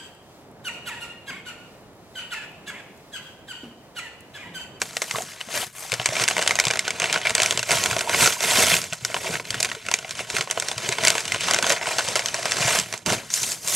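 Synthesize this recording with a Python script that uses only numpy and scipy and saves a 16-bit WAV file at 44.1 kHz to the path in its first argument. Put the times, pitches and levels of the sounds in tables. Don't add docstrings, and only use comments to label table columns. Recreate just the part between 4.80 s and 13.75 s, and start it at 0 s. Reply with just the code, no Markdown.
import sys
import numpy as np
from scipy import signal
from scipy.fft import rfft, irfft, next_fast_len
from scipy.io import wavfile
from scipy.ndimage import uniform_filter1d, map_coordinates

SR = 44100
rng = np.random.default_rng(int(sys.argv[2]) if len(sys.argv) > 2 else 0)


def master_out(mix):
    frames = np.transpose(np.atleast_2d(mix))
    ceiling = np.clip(frames, -1, 1)
    pcm = np.round(ceiling * 32767).astype(np.int16)
    wavfile.write(sys.argv[1], SR, pcm)


N = 394694


def amp(db):
    return 10 ** (np.asarray(db) / 20)


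def unit(x):
    return x / np.sqrt(np.mean(x ** 2) + 1e-20)


def along(points, hz):
    point_hz, value = np.transpose(points)
    return np.interp(np.log(hz + 1), np.log(point_hz + 1), value)


def curves(rows):
    s, *columns = np.transpose(rows)
    return [np.interp(np.arange(N) / SR, s, column) for column in columns]


def wobble(rate):
    knots = rng.standard_normal(int(N * rate / SR) + 4)
    return map_coordinates(knots, [np.arange(N) * rate / SR])


def filtered(x, response):
    size = next_fast_len(N + 8192)
    return irfft(rfft(x, size) * response(np.fft.rfftfreq(size, 1 / SR)), size)[..., :N]


def panned(pan_db):
    return amp(np.array([pan_db / 2, -pan_db / 2]))


def overlaid(s, gain, shapes):
    start = np.round(s * SR).astype(int)
    where = (start[:, None] + np.arange(shapes.shape[1])).ravel()
    return np.array([np.bincount(where, (g[:, None] * shapes).ravel(), N + SR)[:N] for g in gain])


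def strokes(length_s, rise_ms, fall_ms):
    ms = np.arange(int(SR * length_s)) * 1000 / SR
    shape = (1 - np.exp(-ms / rise_ms)) * np.exp(-ms / fall_ms[:, None])
    return ms, shape / shape.max(axis=1, keepdims=True)


def bursts(s, gain, rise_ms, fall_ms):
    _, shape = strokes(.05, rise_ms, fall_ms)
    return np.sqrt(overlaid(s, np.asarray(gain) ** 2, shape ** 2))


def rings(s, gain, hz, rise_ms, fall_ms):
    ms, shape = strokes(.08, rise_ms, fall_ms)
    return overlaid(s, gain, shape * np.sin(2 * np.pi * hz[:, None] * ms / 1000))


# frequency in Hz, side over mid in dB.
SPREAD = [(60, -25), (110, -42), (200, -20), (380, -24.5), (700, -12.5), (1290, -9), (2380, -28.5),
          (4400, -14), (8120, -11.5), (15000, -9)]


def hiss(spectrum, patchy_db):
    grid = signal.stft(rng.standard_normal((2, N)), nperseg=256)[2]
    patches = uniform_filter1d(rng.standard_normal(grid.shape[1:]), size=3, axis=0)
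    patches = uniform_filter1d(patches, size=4, axis=1)
    pair = signal.istft(grid * amp(patchy_db * unit(patches)), nperseg=256)[1][:, :N]
    mid, side = filtered(pair, lambda hz: amp(along(spectrum, hz) + [0 * hz, along(SPREAD, hz)]))
    return np.array([mid + side, mid - side])


# frequency in Hz, relative density in dB per Hz.
PAPER = [(18, -58), (30, -19), (131, -8), (200, -10.5), (400, -3.5), (640, 2), (1000, 0.5), (2200, -0.5),
         (4030, -7), (7790, -9), (13900, -22), (16300, -50)]
EDGES_HZ = [300, 1200, 4500, 9500]


def sheet_noise(patchy_db):
    noise = hiss(PAPER, patchy_db)
    below = [filtered(noise, lambda hz: 1 / (1 + (hz / border) ** 6)) for border in EDGES_HZ]
    return [unit(upper - lower) for lower, upper in zip([0] + below, below + [noise])]


# time in seconds, left over right in dB.
PLACE = [(0, 2.5), (.55, 3), (.7, 4.5), (1.1, 5), (1.3, 1.5), (2.5, 1.5), (3.8, 1), (4.3, 1.5), (7.4, 2.1),
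         (8.05, 1), (8.27, -3), (8.34, 3), (8.95, 2)]
SNAP_MS = 2.25
CREST_DB = 8


def snaps():
    s, db, hz, crisp_db, body_db = creases()
    ms = SNAP_MS + 0 * s
    _, body, face, edge, sizzle = sheet_noise(patchy_db=0.5)
    pan_db = np.interp(s, *np.transpose(PLACE)) + 0.66 * rng.standard_normal(len(s))
    gain = amp(db - CREST_DB) * panned(pan_db)
    facet_db = np.where(hz < EDGES_HZ[1], body_db, np.where(hz < EDGES_HZ[2], 0, crisp_db))
    return (body * bursts(s, gain * amp(body_db), rise_ms=1.3, fall_ms=1.98 * ms)
            + face * bursts(s, gain, rise_ms=0.21, fall_ms=ms)
            + edge * bursts(s, gain * amp(crisp_db), rise_ms=.25, fall_ms=0.99 * ms)
            + sizzle * bursts(s, gain * amp(crisp_db - 19.5), rise_ms=0.12, fall_ms=0.27 * ms)
            + rings(s, gain * amp(facet_db + 3.0), hz, rise_ms=0.11, fall_ms=0.61 * ms + 2500 / hz))


# start in seconds, level in dB, ring pitch in Hz,
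# crispness over the face range in dB, body over the face range in dB.
SNAPS = [(0.0172, -9, 1560, -2, -6), (0.168, -12, 1870, -1, -11), (0.2184, -9.5, 2110, -1.5, -6.5),
         (0.3108, -11, 2060, -4, -12), (0.3578, -15, 2020, -13, -2), (0.3724, -26, 6600, -3, -9),
         (0.384, -15, 657, -11, -2.5), (0.4214, -22, 7180, 3.5, -11), (0.6066, -23, 2930, -6, -15),
         (0.6115, -15, 2920, -12, -18), (0.6868, -26, 689, -15, -0.5), (0.7756, -13.5, 1930, -2, -5),
         (0.829, -17, 734, -10, -4), (1.1192, -12, 2320, 2, -13), (1.1284, -12, 533, -12, -3),
         (1.1388, -13.5, 2240, 3, -9), (1.198, -14.5, 3040, -12, -1.5), (1.2153, -15.5, 886, -9, -7),
         (1.2585, -6.5, 2260, 5.5, -10.5), (1.2885, -12.5, 560, -5, -7), (1.3534, -10, 2170, -15, -11),
         (1.3663, -10, 2350, -7, -7), (1.3976, -10, 1490, -5, -9), (1.4182, -14, 2460, -3, -12),
         (1.4381, -9, 2200, 3.5, -16), (1.4789, -6, 2050, -2, -22), (1.4851, -8, 1590, 5.5, -22),
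         (1.5004, -15, 684, 4, -11), (1.51, -7.5, 616, -12, -7), (1.5667, -11, 2150, -7, -1.5),
         (1.5805, -10.5, 1970, -1, 1), (1.5915, -10.5, 633, -5, -1), (1.6134, -17, 6000, -1, -9),
         (1.6185, -13, 2050, -3, -9), (1.625, -13, 1590, 2, -9), (1.634, -16, 1980, -8, -9),
         (1.6626, -12, 587, -11, -5), (1.6758, -4.5, 3170, 1, -15), (1.6934, -10, 563, -3, -6),
         (1.7085, -3, 2090, -8, -12), (1.7547, -12, 6590, 0.5, -7), (1.7883, -4, 1900, -4, -8),
         (1.7991, -6, 2230, 4, -9), (1.8395, -12.5, 2430, -3, -9), (1.852, -11, 7190, 3.5, -9),
         (1.869, -10.5, 3490, -1, -3), (1.882, -16, 2540, 8, -12), (1.9033, -11, 2410, -9, -5),
         (1.9096, -7.5, 2360, -2.5, -6), (1.936, -13, 1570, -1, -4), (1.957, -13, 622, -3, -6),
         (1.9718, -13.5, 640, -5, -10), (1.992, -6.5, 2160, 1.5, -25), (2.0517, -20, 2350, -7, -7),
         (2.0794, -9.5, 1500, 0, -6), (2.1056, -11.5, 2220, -0.5, -10), (2.1994, -8.5, 2060, -1.5, -6),
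         (2.2194, -10.5, 2450, -5, -5), (2.2283, -6.5, 626, -15, -8), (2.2412, -7, 2670, -6, -5),
         (2.257, -12, 2180, -7, -5), (2.2977, -9, 2420, -21, -12), (2.3272, -8.5, 3160, 0.5, -16),
         (2.3408, -10, 1410, -3, -12), (2.3597, -6.5, 1460, -16, -3.5), (2.3754, -14, 1500, -6, -7),
         (2.4153, -17, 2110, -4, -9), (2.4527, -10.5, 2340, -11, -6), (2.4572, -10, 1590, -12, -13),
         (2.4696, -2.5, 2270, -14, -19), (2.495, -9.5, 2340, -1.5, -14), (2.5054, -11, 640, -1, -12),
         (2.551, -5.5, 8050, 2.5, -11), (2.5801, -7, 2280, -8, -17), (2.6011, -4, 622, -6, -10),
         (2.619, -8, 2620, 3.5, -10), (2.632, -7, 3250, 2.5, -17), (2.6601, -9.5, 2390, 5, -16),
         (2.7088, -7.5, 3350, 1, -7), (2.7241, -13.5, 1450, 2, -3), (2.7746, -8.5, 2970, -0.5, -4.5),
         (2.7928, -9.5, 2720, -3, -6.5), (2.829, -11, 1630, -1, -13), (2.8938, -12, 690, -24, -0.5),
         (2.9078, -6.5, 2110, -3, 0), (2.9158, -6, 1460, 3, -2), (2.9844, -14, 2280, 0, -9),
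         (3.0378, -11, 1310, 4.5, -15), (3.0591, -5, 1420, -4, -21), (3.1111, -10.5, 1610, -1, -6),
         (3.1298, -13, 1400, -14, 0), (3.1647, -9.5, 650, -4, -2), (3.1843, -17, 3170, -1, -9),
         (3.1908, -14, 2370, 4, -14), (3.2085, -8, 1450, -4, -13), (3.2947, -7, 980, -6, -5),
         (3.345, -5, 2170, -12, -1), (3.4261, -10, 2130, -6, -7), (3.4594, -1.5, 1360, -5, -4),
         (3.4744, -5, 1390, -1, -3), (3.5239, -14, 3250, -3, -10), (3.6057, -15.5, 5550, 3, 0),
         (3.686, -13, 2050, -6, -11), (3.7569, -6.5, 2510, -3, -6), (3.917, -4, 2000, -20, -7),
         (3.9405, -5, 2450, -4, -13), (3.9664, -9, 2540, 0, -18), (4.0164, -19.5, 4630, 5, -18),
         (4.0404, -19, 7680, -1, -9), (4.1255, -15.5, 2700, -12, -4.5), (4.1322, -13.5, 1490, -1, -11),
         (4.249, -9.5, 1470, 3, -12), (4.3002, -21, 630, -9, -2), (4.3433, -10.5, 3000, -6, -0.5),
         (4.365, -10, 1400, -24, -1), (4.4448, -16, 945, -17, 3), (4.539, -15.5, 1560, -14, -3),
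         (4.5543, -11.5, 1830, -20, -1.5), (4.5977, -17, 2240, -15, -1), (4.6524, -22.5, 4060, -5, -12),
         (4.7051, -13.5, 3240, 5.5, -9), (4.7433, -10.5, 1430, -9, -10), (4.802, -13, 1610, 3, -3),
         (4.805, -18, 6270, 9, -9), (4.8281, -9.5, 2470, 8, -10), (4.8473, -10, 2510, -1, -13),
         (4.8546, -14.5, 2430, -3, -16), (4.8893, -19, 1560, -5, -9), (4.8993, -21.5, 3100, -3, -16),
         (4.9157, -11, 1910, -12, -8), (4.95, -17.5, 1030, -9, -11), (5.0649, -24, 2200, 4, -9),
         (5.0861, -12.5, 1390, -6, -6), (5.1138, -9, 929, 1.5, -5), (5.1395, -5, 2360, 1.5, -10),
         (5.188, -16, 1460, -3, -6), (5.227, -24, 1390, -8, -6), (5.2465, -20.5, 2040, -15, 2.5),
         (5.293, -22, 6550, 1, -9), (5.3085, -13, 5900, -2.5, -21), (5.3527, -26, 3120, 0, -11),
         (5.3924, -14, 1120, -6, -9), (5.5009, -14.5, 6200, -3, -12), (5.566, -9, 1460, -2, -9),
         (5.5843, -12.5, 1400, -1, -7), (5.6093, -7.5, 2230, -4, -6), (5.6738, -20, 1040, -17, -1),
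         (5.7, -17, 3160, -3, -4), (5.7107, -10.5, 6020, 5, -5), (5.7744, -14, 667, -20, 3.5),
         (5.799, -15.5, 8000, 7, -9), (5.8232, -14.5, 1430, -2, -3), (5.8848, -12.5, 5700, 2.5, -16),
         (5.914, -11, 3460, -4.5, -7), (5.9803, -19, 2440, 6, -5), (6.0606, -18, 3080, -3, -9),
         (6.0896, -14, 625, 6, -9), (6.124, -12, 2120, -0.5, -15), (6.1838, -9, 1030, -7, 1),
         (6.2066, -18, 685, -11, -5), (6.2362, -8.5, 634, -4, -5), (6.2499, -4.5, 2000, 4, -8),
         (6.2721, -1.5, 4740, -2, -12), (6.2814, -8, 2210, 8.5, -13), (6.3028, -7.5, 2450, 7, -6),
         (6.3526, -8, 930, -6, -2), (6.38, -12, 2650, -0.5, -3), (6.405, -18, 923, 1, -9),
         (6.454, -17.5, 2900, 2, -16), (6.479, -12.5, 2880, -1.5, -15), (6.5208, -8.5, 2040, -2, -14),
         (6.545, -9, 1040, -6, -3), (6.5604, -17.5, 3820, -9, -1.5), (6.608, -16, 2880, 4, -14),
         (6.6845, -8.5, 1400, -7, -7), (6.7101, -8.5, 1930, 3, -2), (6.7358, -8, 2930, 0, -7),
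         (6.7446, -9.5, 2150, 4.5, -5), (6.7625, -10.5, 1510, -11, -7), (6.787, -7.5, 2500, -2, -4.5),
         (6.8256, -8.5, 1560, 0, -7), (6.8428, -9, 3360, -12, -3), (6.8658, -10.5, 1490, 1, 1),
         (6.8734, -13, 5930, -1, -9), (6.8954, -15.5, 2540, 11, -9), (6.9023, -5, 1830, -1, -5),
         (6.9212, -9.5, 1840, 2.5, -13), (7.0125, -18, 2000, -19, 2.5), (7.0264, -15, 2100, -17, -7),
         (7.0574, -15, 1460, -16, -7), (7.0703, -12, 975, -20, -3), (7.0874, -15, 692, -3, -5),
         (7.1838, -7, 4440, -3, -6), (7.1912, -9.5, 1490, -9, -7), (7.2067, -13.5, 1450, -11, -12),
         (7.2856, -14.5, 517, 5.5, -0.5), (7.3174, -21, 452, -3, -2), (7.3555, -7.5, 2070, 2, -4.5),
         (7.3614, -10, 4540, -0.5, -5), (7.3704, -15, 635, 1, -4), (7.393, -13.5, 2140, 3.5, -3),
         (7.4588, -11.5, 6340, 2.5, -16), (7.485, -14.5, 3000, -1, -7), (7.543, -11.5, 5720, -0.5, -4.5),
         (7.6291, -16, 1990, -3, -13), (7.6554, -8, 650, -2, -9), (7.711, -17, 5660, 4, -12),
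         (7.7196, -8, 5550, -0.5, -13), (7.7682, -13, 1640, -1, -12), (7.8396, -20, 630, -8, -12),
         (7.879, -12.5, 1580, -14, -6), (7.988, -12.5, 2300, 7, -9), (7.9984, -12.5, 7700, 2.5, -14),
         (8.1262, -19, 2510, 5.5, -7), (8.1388, -16.5, 2100, -1, -2.5), (8.1766, -31, 6400, 9.5, -9),
         (8.2617, -15.5, 1430, 4.5, -14), (8.3009, -11, 1430, -1, -7), (8.3225, -12.5, 2240, 1, -7),
         (8.503, -26, 5600, 7, -13), (8.539, -22.5, 6700, 17, -13), (8.6313, -19.5, 7100, 7.5, -7),
         (8.7182, -19, 7490, 7, -7), (8.8752, -18.5, 7290, 7, -14), (8.8829, -17, 8500, 6, -9),
         (8.9101, -28, 6290, -1, -9), (8.9424, -22, 7140, -3, -9)]
TICKS_PER_S, TICK_DB = 25, 5.5
BODY_DB = -5.5
BODY_DB_PER_OCTAVE = -3


def creases():
    count = int(TICKS_PER_S * N / SR)
    when, size, pitch, crisp = rng.random((count, 4)).T
    s = when * (N - 1) / SR
    hz = 900 * 2 ** (3 * pitch)
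    db = np.interp(s, *np.transpose(EFFORT)) + TICK_DB + 8 * size
    crisp_db = 12 * crisp - 9
    body_db = BODY_DB + BODY_DB_PER_OCTAVE * np.log2(hz / 2000)
    return np.hstack([np.transpose(SNAPS), [s, db, hz, crisp_db, body_db]])


TRAIL_DB, TRAIL_MS = -24, 15


def settling():
    s, db = np.transpose(SNAPS)[:2]
    return bursts(s, [amp(db + TRAIL_DB)], rise_ms=2.44, fall_ms=TRAIL_MS + 0 * s)[0]


# time in seconds, level of the rustle's face range in dB.
EFFORT = [(0, -42), (.123, -45.5), (.34, -40), (.588, -47), (.69, -44), (.74, -31), (.81, -30.5),
          (.926, -58.5), (.964, -44.5), (1.098, -41), (1.241, -40.5), (1.34, -33), (1.421, -24.5),
          (1.463, -36), (1.58, -34.5), (1.919, -37), (2.03, -38.5), (2.17, -37.5), (2.24, -33),
          (2.348, -30.5), (2.43, -37.5), (2.619, -29.5), (2.695, -30), (2.85, -41), (2.931, -22.5),
          (3.258, -39.5), (3.348, -24.5), (3.451, -19.5), (3.49, -26), (3.585, -40.5), (3.629, -27.5),
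          (3.804, -20), (3.953, -23), (4.001, -34), (4.106, -44.5), (4.209, -47), (4.3, -40.5),
          (4.549, -33), (4.637, -50), (4.67, -40), (4.843, -38), (5.015, -47), (5.08, -40.5), (5.268, -45),
          (5.354, -39.5), (5.398, -32.5), (5.467, -44), (5.557, -28.5), (5.676, -45), (5.903, -34.5),
          (5.95, -44), (5.982, -38), (6.079, -30.5), (6.165, -37), (6.279, -25.5), (6.43, -38),
          (6.549, -32.5), (6.585, -36), (6.618, -28.5), (6.701, -25), (6.817, -37.5), (6.908, -24.5),
          (6.996, -41.5), (7.084, -32.5), (7.275, -33), (7.42, -38), (7.749, -32.5), (7.829, -25),
          (7.986, -25.5), (8.053, -41.5), (8.14, -42), (8.25, -58.5), (8.263, -29.5), (8.336, -27),
          (8.394, -40), (8.473, -48.5), (8.55, -34.5), (8.726, -37.5), (8.804, -52.5), (8.888, -37),
          (8.95, -29)]
# time in seconds, body over face in dB, crisp edge over face in dB,
# sizzle over crisp edge in dB.
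COLOUR = [(0, -4.5, -1, -7), (.38, -3.5, 1.5, -6), (.6, -5.5, -3, -9), (1, -3.5, -1, 2.5),
          (1.2, -4, -2, -15), (2.4, -2, -7, -17), (2.9, -3, -2.5, -11.5), (3.3, 6, -2.5, -10),
          (3.42, -4.5, -1.5, -6.5), (3.8, -3, -1.5, -7.5), (3.95, -3.5, -3, -2.5), (4.1, -1.5, 1.5, -16),
          (4.5, 0.5, -2.5, -10), (5, -4.5, -5, -12), (5.9, 1, -1.5, -19), (6.28, -3.5, -6.5, -11),
          (6.4, 0, -1.5, -14), (6.62, -12, -4.5, -23), (6.7, 2, -3.5, -20), (7.3, -1, 0.5, -19),
          (7.8, 0, -1, -22), (8, -6.5, -2.5, -7), (8.28, 0, -2.5, -17), (8.46, -1.5, -2, -11),
          (8.55, -8, 8.5, -10), (8.78, 0.5, 6, -8), (8.95, -4, 7, -5)]
# time in seconds, gain of the air pocket in dB.
BASS = [(0, 3), (.7, -6), (1.2, -1.5), (2.4, -0.5), (2.95, 0), (3.2, 1), (3.8, -7), (4.3, 1.5), (5.4, 0),
        (6, -1.5), (7.3, -4), (7.85, -2.5), (8, -5.5), (8.2, 7), (8.33, 12), (8.45, 3), (8.58, -7),
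        (8.76, 3.5), (8.95, 1)]
POCKET_DB, POCKET_FOLLOWS = -43, .8


def rustle():
    effort_db, = curves(EFFORT)
    body_db, crisp_db, sizzle_db = curves(COLOUR)
    pocket, body, face, edge, sizzle = sheet_noise(patchy_db=2.5)
    per_second = 600 * amp(2.9 * wobble(40))
    happens = rng.random(N) < per_second / SR
    shared = happens * amp(2 * 2.45 * rng.exponential(size=N).clip(0, 3))
    sheet = (body * amp(body_db) * buckles(shared, own_db=0.5, fall_ms=6.8, smooth=0.057)
             + face * buckles(shared, own_db=5.0, fall_ms=8.0, smooth=0.32)
             + edge * amp(crisp_db) * buckles(shared, own_db=0.5, fall_ms=4.3, smooth=0.46)
             + sizzle * amp(crisp_db + sizzle_db) * buckles(shared, own_db=2.0, fall_ms=2.3, smooth=0.24))
    strength = np.hypot(amp(effort_db), settling())
    pocket_db = POCKET_DB + POCKET_FOLLOWS * (effort_db + 33.5) + curves(BASS)[0] + 2.65 * wobble(14)
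    return panned(curves(PLACE)[0]) * strength * sheet + amp(pocket_db) * pocket


def buckles(shared, own_db, fall_ms, smooth):
    power = shared * amp(2 * own_db * rng.standard_normal(N))
    keep = np.exp(-2000 / (SR * fall_ms))
    grain = signal.lfilter([1], [1, -keep], power)
    return np.sqrt(smooth + (1 - smooth) * grain / grain.mean())


# start in seconds, level in dB, pitch in Hz.
THUMPS = [(0.34, -31, 140), (0.675, -35, 221), (1.125, -30, 120), (1.195, -28, 130), (1.29, -27, 138),
          (1.41, -31, 130), (1.571, -36, 188), (1.867, -23, 144), (2.219, -33, 150), (2.365, -34, 207),
          (2.62, -33, 110), (2.787, -31, 119), (2.91, -26, 155), (3.119, -26.5, 123), (3.924, -23, 170),
          (4.122, -30, 151), (4.225, -31, 132), (4.359, -35, 140), (4.547, -29, 139), (4.7, -32, 104),
          (5.592, -28, 145), (5.966, -31, 118), (6.088, -27, 134), (6.228, -30, 180), (6.765, -37, 148),
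          (6.833, -26, 236), (7.16, -36, 121), (7.37, -36, 150), (7.805, -22, 144), (7.851, -21, 134),
          (8.013, -34, 134), (8.26, -29, 242), (8.289, -35, 146), (8.317, -21, 210)]
# start in seconds, level in dB before a 1.5 dB trim, pitch in Hz.
KNOCKS = [(0.348, -16, 1110), (0.384, -36, 680), (0.405, -20, 723), (1.05, -28, 796), (1.323, -18.5, 634),
          (3.274, -9, 910), (3.567, -19.5, 977), (4.033, -39, 705), (4.457, -18, 650), (4.498, -25.5, 474),
          (4.966, -29, 434), (5.541, -22.5, 417), (6.092, -19, 416), (7.119, -31, 918), (7.586, -22, 675),
          (8.282, -19, 617)]


def thumps():
    s, db, hz = np.transpose(THUMPS)
    pocket = rings(s, [amp(db)], hz, rise_ms=1.1, fall_ms=1600 / hz)
    s, db, hz = np.transpose(KNOCKS)
    panel = rings(s, [amp(db - 1.5)], hz, rise_ms=1.2, fall_ms=3500 / hz)
    return pocket + panel


# centre in Hz, width in Hz, gain in dB at an echo strength of 1.
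DIPS = [(296, 143, -7), (521, 110, -5), (825, 260, -8.5), (1200, 340, -7.5), (1740, 510, -3.5),
        (5080, 2400, -1.5)]
# time in seconds, echo strength as a factor.
LOW = [(0, 0.6), (1.2, 0.66), (2.6, 1.1), (3, 1.17), (5, 1.21), (6.4, 1.03), (7.2, 0.83), (8.95, 0.95)]


def dip(f, centre, width, db):
    off_centre = centre * centre - f * f
    return (off_centre + 1j * f * width * amp(db)) / (off_centre + 1j * f * width)


def near_echoes(x):
    cancelled = filtered(x, lambda f: np.prod([dip(f, *row) for row in DIPS], axis=0))
    return x + curves(LOW)[0] * (cancelled - x)


# frequency in Hz, time to fall 60 dB in seconds.
ROOM = [(150, 0.33), (1000, 0.074), (4000, 0.034), (12000, 0.14)]


def room(x):
    hz, t, grid = signal.stft(rng.standard_normal((2, SR // 3)), SR, nperseg=256)
    grid *= amp([0 * hz, along(SPREAD, hz) + 3])[..., None]
    decay = amp(-60 * t / along(ROOM, hz)[:, None])
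    mid, side = signal.istft(grid * decay, SR, nperseg=256)[1]
    tail = np.array([mid + side, mid - side]) / np.linalg.norm(mid)
    late = np.pad(x, ((0, 0), (200, 0)))
    return signal.fftconvolve(late, tail, axes=1)[:, :N]


# frequency in Hz, relative density in dB per Hz.
HUSH = [(18, -48), (30, -14), (138, 27), (287, 3), (632, -24), (7470, -24), (13000, -7), (16000, -43)]


def room_tone():
    return unit(hiss(HUSH, patchy_db=3))


def house_rumble():
    return unit(filtered(rng.standard_normal(N), lambda hz: 1 / (1 + (hz / 45) ** 4)))


def scene():
    paper = near_echoes(snaps() + rustle() + thumps())
    rumble = amp(-58 + 2.5 * wobble(3.2)) * house_rumble()
    return paper + amp(-14.0) * room(paper) + amp(-60.0) * room_tone() + rumble


# frequency in Hz, left over right in dB.
PORTS = [(300, 1), (1200, -3), (3000, -1), (8000, -3), (13000, -3)]
# frequency in Hz, phase in radians by which left leads.
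LEAD = [(0, 0.24), (860, -0.25), (1460, -0.25), (3360, -0.52), (4130, 0.15), (7150, 0.2), (9040, 0.0),
        (15500, 0.0), (16100, -0.1)]
TOP_HZ = 16400


def ports(hz):
    half_lead = .5j * np.array([[1], [-1]]) * along(LEAD, hz)
    return panned(along(PORTS, hz)) * np.exp(half_lead)


def record(dry):
    thin = filtered(dry, lambda hz: ports(hz) / (1 + (60 / (hz + 1)) ** 3))
    bent = thin / (1 + np.abs(thin / .94) ** 6) ** (1 / 6)
    return filtered(bent, lambda hz: hz < TOP_HZ)


dry = scene()
out = record(dry)
master_out(out)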